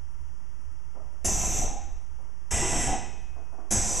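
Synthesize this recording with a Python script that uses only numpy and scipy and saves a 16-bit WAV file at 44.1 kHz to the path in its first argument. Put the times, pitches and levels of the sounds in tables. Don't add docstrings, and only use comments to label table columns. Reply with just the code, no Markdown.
import sys
import numpy as np
from scipy import signal
from scipy.fft import rfft, irfft
from scipy.io import wavfile

SR = 44100
rng = np.random.default_rng(int(sys.argv[2]) if len(sys.argv) > 2 else 0)


def transcribe(u):
    v = np.clip(np.atleast_2d(u).T, -1, 1)
    q = np.round(v * 32767).astype(np.int16)
    wavfile.write(sys.argv[1], SR, q)


N = 176400
FLUTTER_HZ, FLUTTER_DB, CRACKLE_HZ, CRACKLE_DB = 42.4, 3.5, 400, 0.5
IGNITE_S = 0.011

# (valve opens [s], valve shuts [s], hiss [dB], spit [dB], rasp [dB], roar [dB],
# rumble [dB], whistle [dB], whump [dB], swell [dB], rise [s], pop [dB], rasp flare [dB])
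UNIT_BURSTS = [(1.243, 1.593, -32.5, -22.5, -46, -44, -26, -72, -33.5, -35, 0.007, -32, -7),
               (2.507, 2.861, -32.5, -31, -42, -40, -31.5, -41, -34, -32.5, 0.0053, -39, 7),
               (3.7054, 4.05, -32, -24, -46.5, -41.5, -35.5, -80, -33.5, -71, 0.0048, -33, 13)]
# (frequency [Hz], level [dB])
ROAR_SPECTRUM = [(60, 2.5), (110, -4), (269, -12), (354, -3.5), (543, -8), (707, -13), (885, -16),
                 (1000, -5.5), (1120, -16), (1250, -15), (1620, -19), (2750, -120)]
RASP_SPECTRUM = [(650, 5.5), (1100, -11.5), (1510, -6), (1640, -4), (2630, -1), (2850, -7), (3440, -6),
                 (4100, -11), (5330, -55), (9020, -120)]
RUMBLE_SPECTRUM = [(8.2, -40), (14, 10.5), (25, 11), (45, -14), (70, -14.5), (97, -13.5), (130, -40.5),
                   (170, -73), (290, -120)]
WHUMP_SPECTRUM = [(40, 3), (95, -1.5), (160, -7), (260, -11.5)]
FIREBALL_SPECTRUM = [(40, -0.5), (130, -5), (190, -9.5), (270, -6.5), (450, -15), (600, -17.5)]
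# (frequency [Hz], width [Hz], level [dB])
TUBE_1_MODES = [(727, 59, 3.5), (783, 35, -12), (1020, 47, -1)]
TUBE_2_MODES = [(716, 24, -2.5), (820, 18, 0.5), (947, 12.5, 5.5)]
TUBE_3_MODES = [(745, 42, 2), (795, 76, 5), (980, 43, -3)]
# (time [s], spread [s])
FIREBALL_PEAKS = [(1.59, 0.083), (2.84, 0.1), (4.05, .09)]

def flames():
    linger_s, flare_s, whump_s = 0.056, 0.051, 0.098
    flutter = flicker(FLUTTER_HZ, FLUTTER_DB)
    roar, fireball = coloured(ROAR_SPECTRUM), coloured(FIREBALL_SPECTRUM) * flutter
    rasp = coloured(RASP_SPECTRUM) * flicker(CRACKLE_HZ, CRACKLE_DB)
    rumble, whump = coloured(RUMBLE_SPECTRUM), coloured(WHUMP_SPECTRUM)
    tubes = (TUBE_1_MODES, TUBE_2_MODES, TUBE_3_MODES)
    bright, deep = 0, 0
    for burst, tube, (peak, spread) in zip(UNIT_BURSTS, tubes, FIREBALL_PEAKS):
        start, stop, _, _, rasp_db, roar_db, rumble_db, _, whump_db, swell_db, _, _, flare_db = burst
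        age = np.clip(clock() - start, 0, stop - start)
        flare = np.exp(-age / flare_s)
        swell = (clock() > start) / np.cosh((clock() - peak) / spread)
        burner = (roar + undb(-1.5) * resonant(tube)) * flutter
        bright += undb(roar_db + 6 * flare) * gate(start, stop + linger_s, IGNITE_S, fall=0.043) * burner
        bright += undb(rasp_db + flare_db * flare) * gate(start, stop, IGNITE_S, fall=0.089) * rasp
        deep += undb(rumble_db) * gate(start, stop + linger_s, rise=0.0089, fall=0.16) * rumble
        deep += undb(whump_db) * gate(start, start + whump_s, rise=0.041, fall=whump_s) * whump
        deep += undb(swell_db) * swell * fireball
    return bright, deep


# (frequency [Hz], level [dB])
SPIT_SPECTRUM = [(300, 6), (800, 0), (1300, -31), (1900, -5.5), (3700, -18), (4800, -9.5), (6200, 10),
                 (8000, -2.5), (9300, -5), (10600, -0.5), (12300, -19)]
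HISS_1_SPECTRUM = [(2760, -23), (4700, -21), (5230, -15.5), (5690, 0), (6040, 4), (6680, -3.5), (7710, -3),
                   (8760, -16), (9720, -19.5), (12200, -19), (15900, -48), (22000, -120)]
HISS_2_SPECTRUM = [(2760, -54), (4700, -15.5), (5000, -19.5), (5270, -5.5), (5850, 1), (7120, -7.5),
                   (7730, 2.5), (9080, -10.5), (10100, -13.5), (12000, -27.5), (15600, -56), (22000, -120)]
HISS_3_SPECTRUM = [(2760, -31), (4700, -16), (5050, -13), (5400, -10), (5850, 2), (6620, -7), (7650, -0.5),
                   (8020, -2.5), (8830, -15), (12200, -26), (15900, -58), (22000, -120)]
# (frequency [Hz], width [Hz], level [dB])
WHISTLE_MODES = [(1696, 28, -3.5), (1970, 20, 4.5), (2080, 120, -8.5), (2770, 70, -5), (3097, 31, -7),
                 (3620, 47, -15)]
NOZZLE_MODES = [(2636, 63, -10), (5945, 79, -3.5), (5940, 59, -13.5), (6130, 24, -0.5), (6420, 63, 1),
                (6950, 29, 3.5), (7500, 51, 3.5), (7870, 38, 3.5)]
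# (time [s], level [dB])
JET_SNAPS = [(1.247, -30), (1.263, -15.5), (2.57, -25), (3.715, -18), (3.7234, -15), (3.752, -33)]

def jets():
    surge_db, surge_s, spit_s, snap_s = 5.5, 0.045, 0.014, 0.0005
    spit, whistle = coloured(SPIT_SPECTRUM), resonant(WHISTLE_MODES)
    ring = undb(-4) * resonant(NOZZLE_MODES)
    spray = spit * flicker(CRACKLE_HZ, CRACKLE_DB)
    gas = 0
    for burst, nozzle in zip(UNIT_BURSTS, (HISS_1_SPECTRUM, HISS_2_SPECTRUM, HISS_3_SPECTRUM)):
        start, stop, hiss_db, spit_db, _, _, _, whistle_db, _, _, rise, _, _ = burst
        surge = undb(surge_db * np.exp(-np.maximum(clock() - start, 0) / surge_s))
        flow = gate(start, stop, rise, fall=0.048) * surge
        gas += flow * (undb(hiss_db) * (coloured(nozzle) + ring) + undb(whistle_db) * whistle)
        gas += undb(spit_db) * gate(start, start + spit_s, rise, spit_s) * spray
    snaps = sum(undb(db) * gate(at, at + snap_s, snap_s / 2, snap_s) for at, db in JET_SNAPS)
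    return gas * flicker(FLUTTER_HZ, db=0.5) + snaps * spit


# (frequency [Hz], level [dB])
POP_SPECTRUM = [(200, 17), (400, -7.5), (560, -10), (710, -6), (1100, -8.5), (1900, -1.5), (2700, -18.5),
                (3600, -13)]

def ignitions():
    pops = sum(undb(pop_db) * gate(start, start + 0.0083, rise, fall=0.029)
               for start, *_, rise, pop_db, _ in UNIT_BURSTS)
    return pops * coloured(POP_SPECTRUM)


# (time [s], frequency [Hz], level [dB])
AIR_THUMPS = [(1.261, 90, -30), (2.53, 63.3, -21.5), (3.765, 96, -22.5)]

def thumps(length_s=0.014):
    thuds = 0
    for at, hz, db in AIR_THUMPS:
        envelope = gate(at, at + length_s, rise=length_s / 2, fall=length_s)
        thuds += undb(db) * envelope * np.sin(2 * np.pi * hz * (clock() - at))
    return thuds


# (time [s], length [s], frequency [Hz], level [dB], throb depth [0-1])
TUBE_HOOTS = [(1.614, 0.025, 767, -32, 0.42), (1.697, 0.046, 802, -43, 0.3),
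              (1.745, 0.014, 811.4, -32.5, 0.06), (2.875, 0.031, 770.4, -29, 0.4),
              (2.923, 0.021, 795, -28, 0.4)]

def hoots():
    waver_hz, waver_depth, throb_hz = 80.1, 0.0511, 81.3
    drift_s = np.cumsum(waver_depth * wander(waver_hz)) / SR
    notes = 0
    for at, length, hz, db, depth in TUBE_HOOTS:
        age = clock() - at
        throb = 1 - depth * np.cos(2 * np.pi * throb_hz * age)
        tone = np.sin(2 * np.pi * hz * (age + drift_s))
        notes += undb(db) * gate(at, at + length, rise=0.0032, fall=0.019) * throb * tone
    return notes * flicker(FLUTTER_HZ, FLUTTER_DB / 2)


# (time [s], decay [s], level [dB])
PILOT_PUFFS = [(0.948, 0.033, -46), (1.07, 0.021, -64), (1.205, 0.032, -60.5), (2.183, 0.035, -54.5),
               (3.356, 0.04, -49), (3.521, 0.048, -50), (3.578, 0.038, -50.5)]
# (frequency [Hz], level [dB])
PILOT_SPECTRUM = [(100, 7), (200, -2.5), (400, 5), (600, 7.5), (1000, 2), (1600, -10.5), (3300, -43),
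                  (6000, -86)]

def pilots():
    puffs = sum(undb(db) * gate(at, at + IGNITE_S, rise=0.0038, fall=decay)
                for at, decay, db in PILOT_PUFFS)
    return puffs * coloured(PILOT_SPECTRUM)


# (frequency [Hz], time to fall 60 dB [s], level [dB])
METAL_MODES = [(1950, 0.36, -62), (2527, 1.9, -51.5), (2513.5, 1.1, -69), (3074, 1.14, -55.5),
               (10096, 0.33, -66)]

def metal():
    start_s, release_s = UNIT_BURSTS[1][0], 2.94
    ring = 0
    for hz, t60, db in METAL_MODES:
        envelope = gate(start_s, release_s, rise=0.12, fall=t60 / np.log(1000))
        ring += undb(db) * envelope * np.sin(2 * np.pi * hz * clock())
    return ring


# (frequency [Hz], time to fall 60 dB [s])
GARAGE_DECAY = [(100, 1), (800, 0.68), (2500, 0.84), (6000, 0.74), (8000, 0.49), (11000, 0.093)]

def garage(source):
    hz, t60 = np.array(sorted(GARAGE_DECAY), float).T
    white, tail = rfft(rng.standard_normal(N)), 0
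    for share, seconds in zip(np.eye(len(hz)), t60):
        decay = np.exp(-np.log(1000) * clock() / seconds)
        band = irfft(white * np.interp(np.log(bins()), np.log(hz), share), N)
        tail += band * decay / np.linalg.norm(decay)
    return undb(-1) * signal.fftconvolve(source, tail)[:N]


# (frequency [Hz], level [dB])
ROOM_HUM = [(11, -16.5), (18, -2.5), (22, -8), (32, -20), (51, -11), (71, -9.5), (82, -28), (107, -25),
            (140, -23), (163, -40), (213, -33.5), (259, -37), (290, -34.5), (514, -43.5), (720, -43),
            (940, -34.5), (1120, -41), (1300, -39), (1680, -46.5), (1900, -43.5), (2450, -53),
            (2780, -48.5), (3500, -57), (4550, -150)]
MIC_HISS = [(2760, -113), (4700, -15.5), (5010, -2.5), (5960, 3.5), (6720, -3), (7440, -7), (8290, -11.5),
            (9390, -10.5), (12300, -12.5), (16000, -48), (22000, -120)]
ROOM_TICKS = [.12, .22, .615, .725, 1.13, 2.03, 2.221, 3.22, 3.535]

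def room_tone():
    hum_db, hiss_db, side_db, tick_s = -47, -69, -14.5, 0.011
    pulses = sum(np.exp(-((clock() - at) / tick_s) ** 2) for at in ROOM_TICKS)
    ticks = undb(-74.5) * pulses * resonant([(9400, 590, 0)])
    drone = undb(-53) * resonant([(69, 4, 0)])
    mid, side = (undb(hum_db) * coloured(ROOM_HUM) + undb(hiss_db) * coloured(MIC_HISS)
                 for _ in range(2))
    return mid + drone + ticks, undb(side_db) * side


def undb(db):
    return 10 ** (np.asarray(db) / 20)


def clock():
    return np.arange(N) / SR


def bins():
    return np.maximum(np.arange(N // 2 + 1) * SR / N, 1)


def noise(gain):
    x = irfft(rfft(rng.standard_normal(N)) * gain, N)
    return x / np.std(x)


def coloured(points, skirt_db=60):
    hz, db = np.array(sorted(points), float).T
    octave, known = np.log2(bins()), np.log2(hz)
    octaves_outside = abs(octave - np.clip(octave, known[0], known[-1]))
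    return noise(undb(np.interp(octave, known, db) - skirt_db * octaves_outside))


def resonant(peaks):
    return noise(sum(undb(db) / (1 + ((bins() - hz) / width) ** 2) for hz, width, db in peaks))


def wander(hz):
    return noise(1 / (1 + (bins() / hz) ** 2))


def flicker(hz, db):
    gain = undb(db * wander(hz))
    return gain / np.sqrt(np.mean(gain ** 2))


def gate(start, stop, rise, fall):
    attack = 1 - np.exp(-np.maximum(clock() - start, 0) / rise)
    return attack * np.exp(-np.maximum(clock() - stop, 0) / fall)


def scene():
    roar, rumble = flames()
    fire, hoot = jets() + roar + ignitions() + pilots(), hoots()
    direct = undb(-2.5) * fire + hoot + rumble + thumps() + metal()
    to_walls = fire + undb(-3.5) * hoot
    active_unit = np.searchsorted([start for start, *_ in UNIT_BURSTS[1:]], clock())
    walls = sum(garage(to_walls * (active_unit == unit)) for unit in range(len(UNIT_BURSTS)))
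    room, side = room_tone()
    mid = direct + walls + room
    return np.array([mid + side, mid - side])


CHANNEL_OFFSET = [-.0024, .0344]

def record(dry):
    notch_hz, notch_width_hz, top_hz = 4250, 193, 12400
    notch = 1 - np.exp(-((bins() - notch_hz) / notch_width_hz) ** 2)
    notched = irfft(rfft(dry) * notch, N)
    lowpass = signal.ellip(10, .2, 70, top_hz, fs=SR, output="sos")
    return signal.sosfilt(lowpass, notched) + np.array(CHANNEL_OFFSET)[:, None]


dry = scene()
out = record(dry)
transcribe(out)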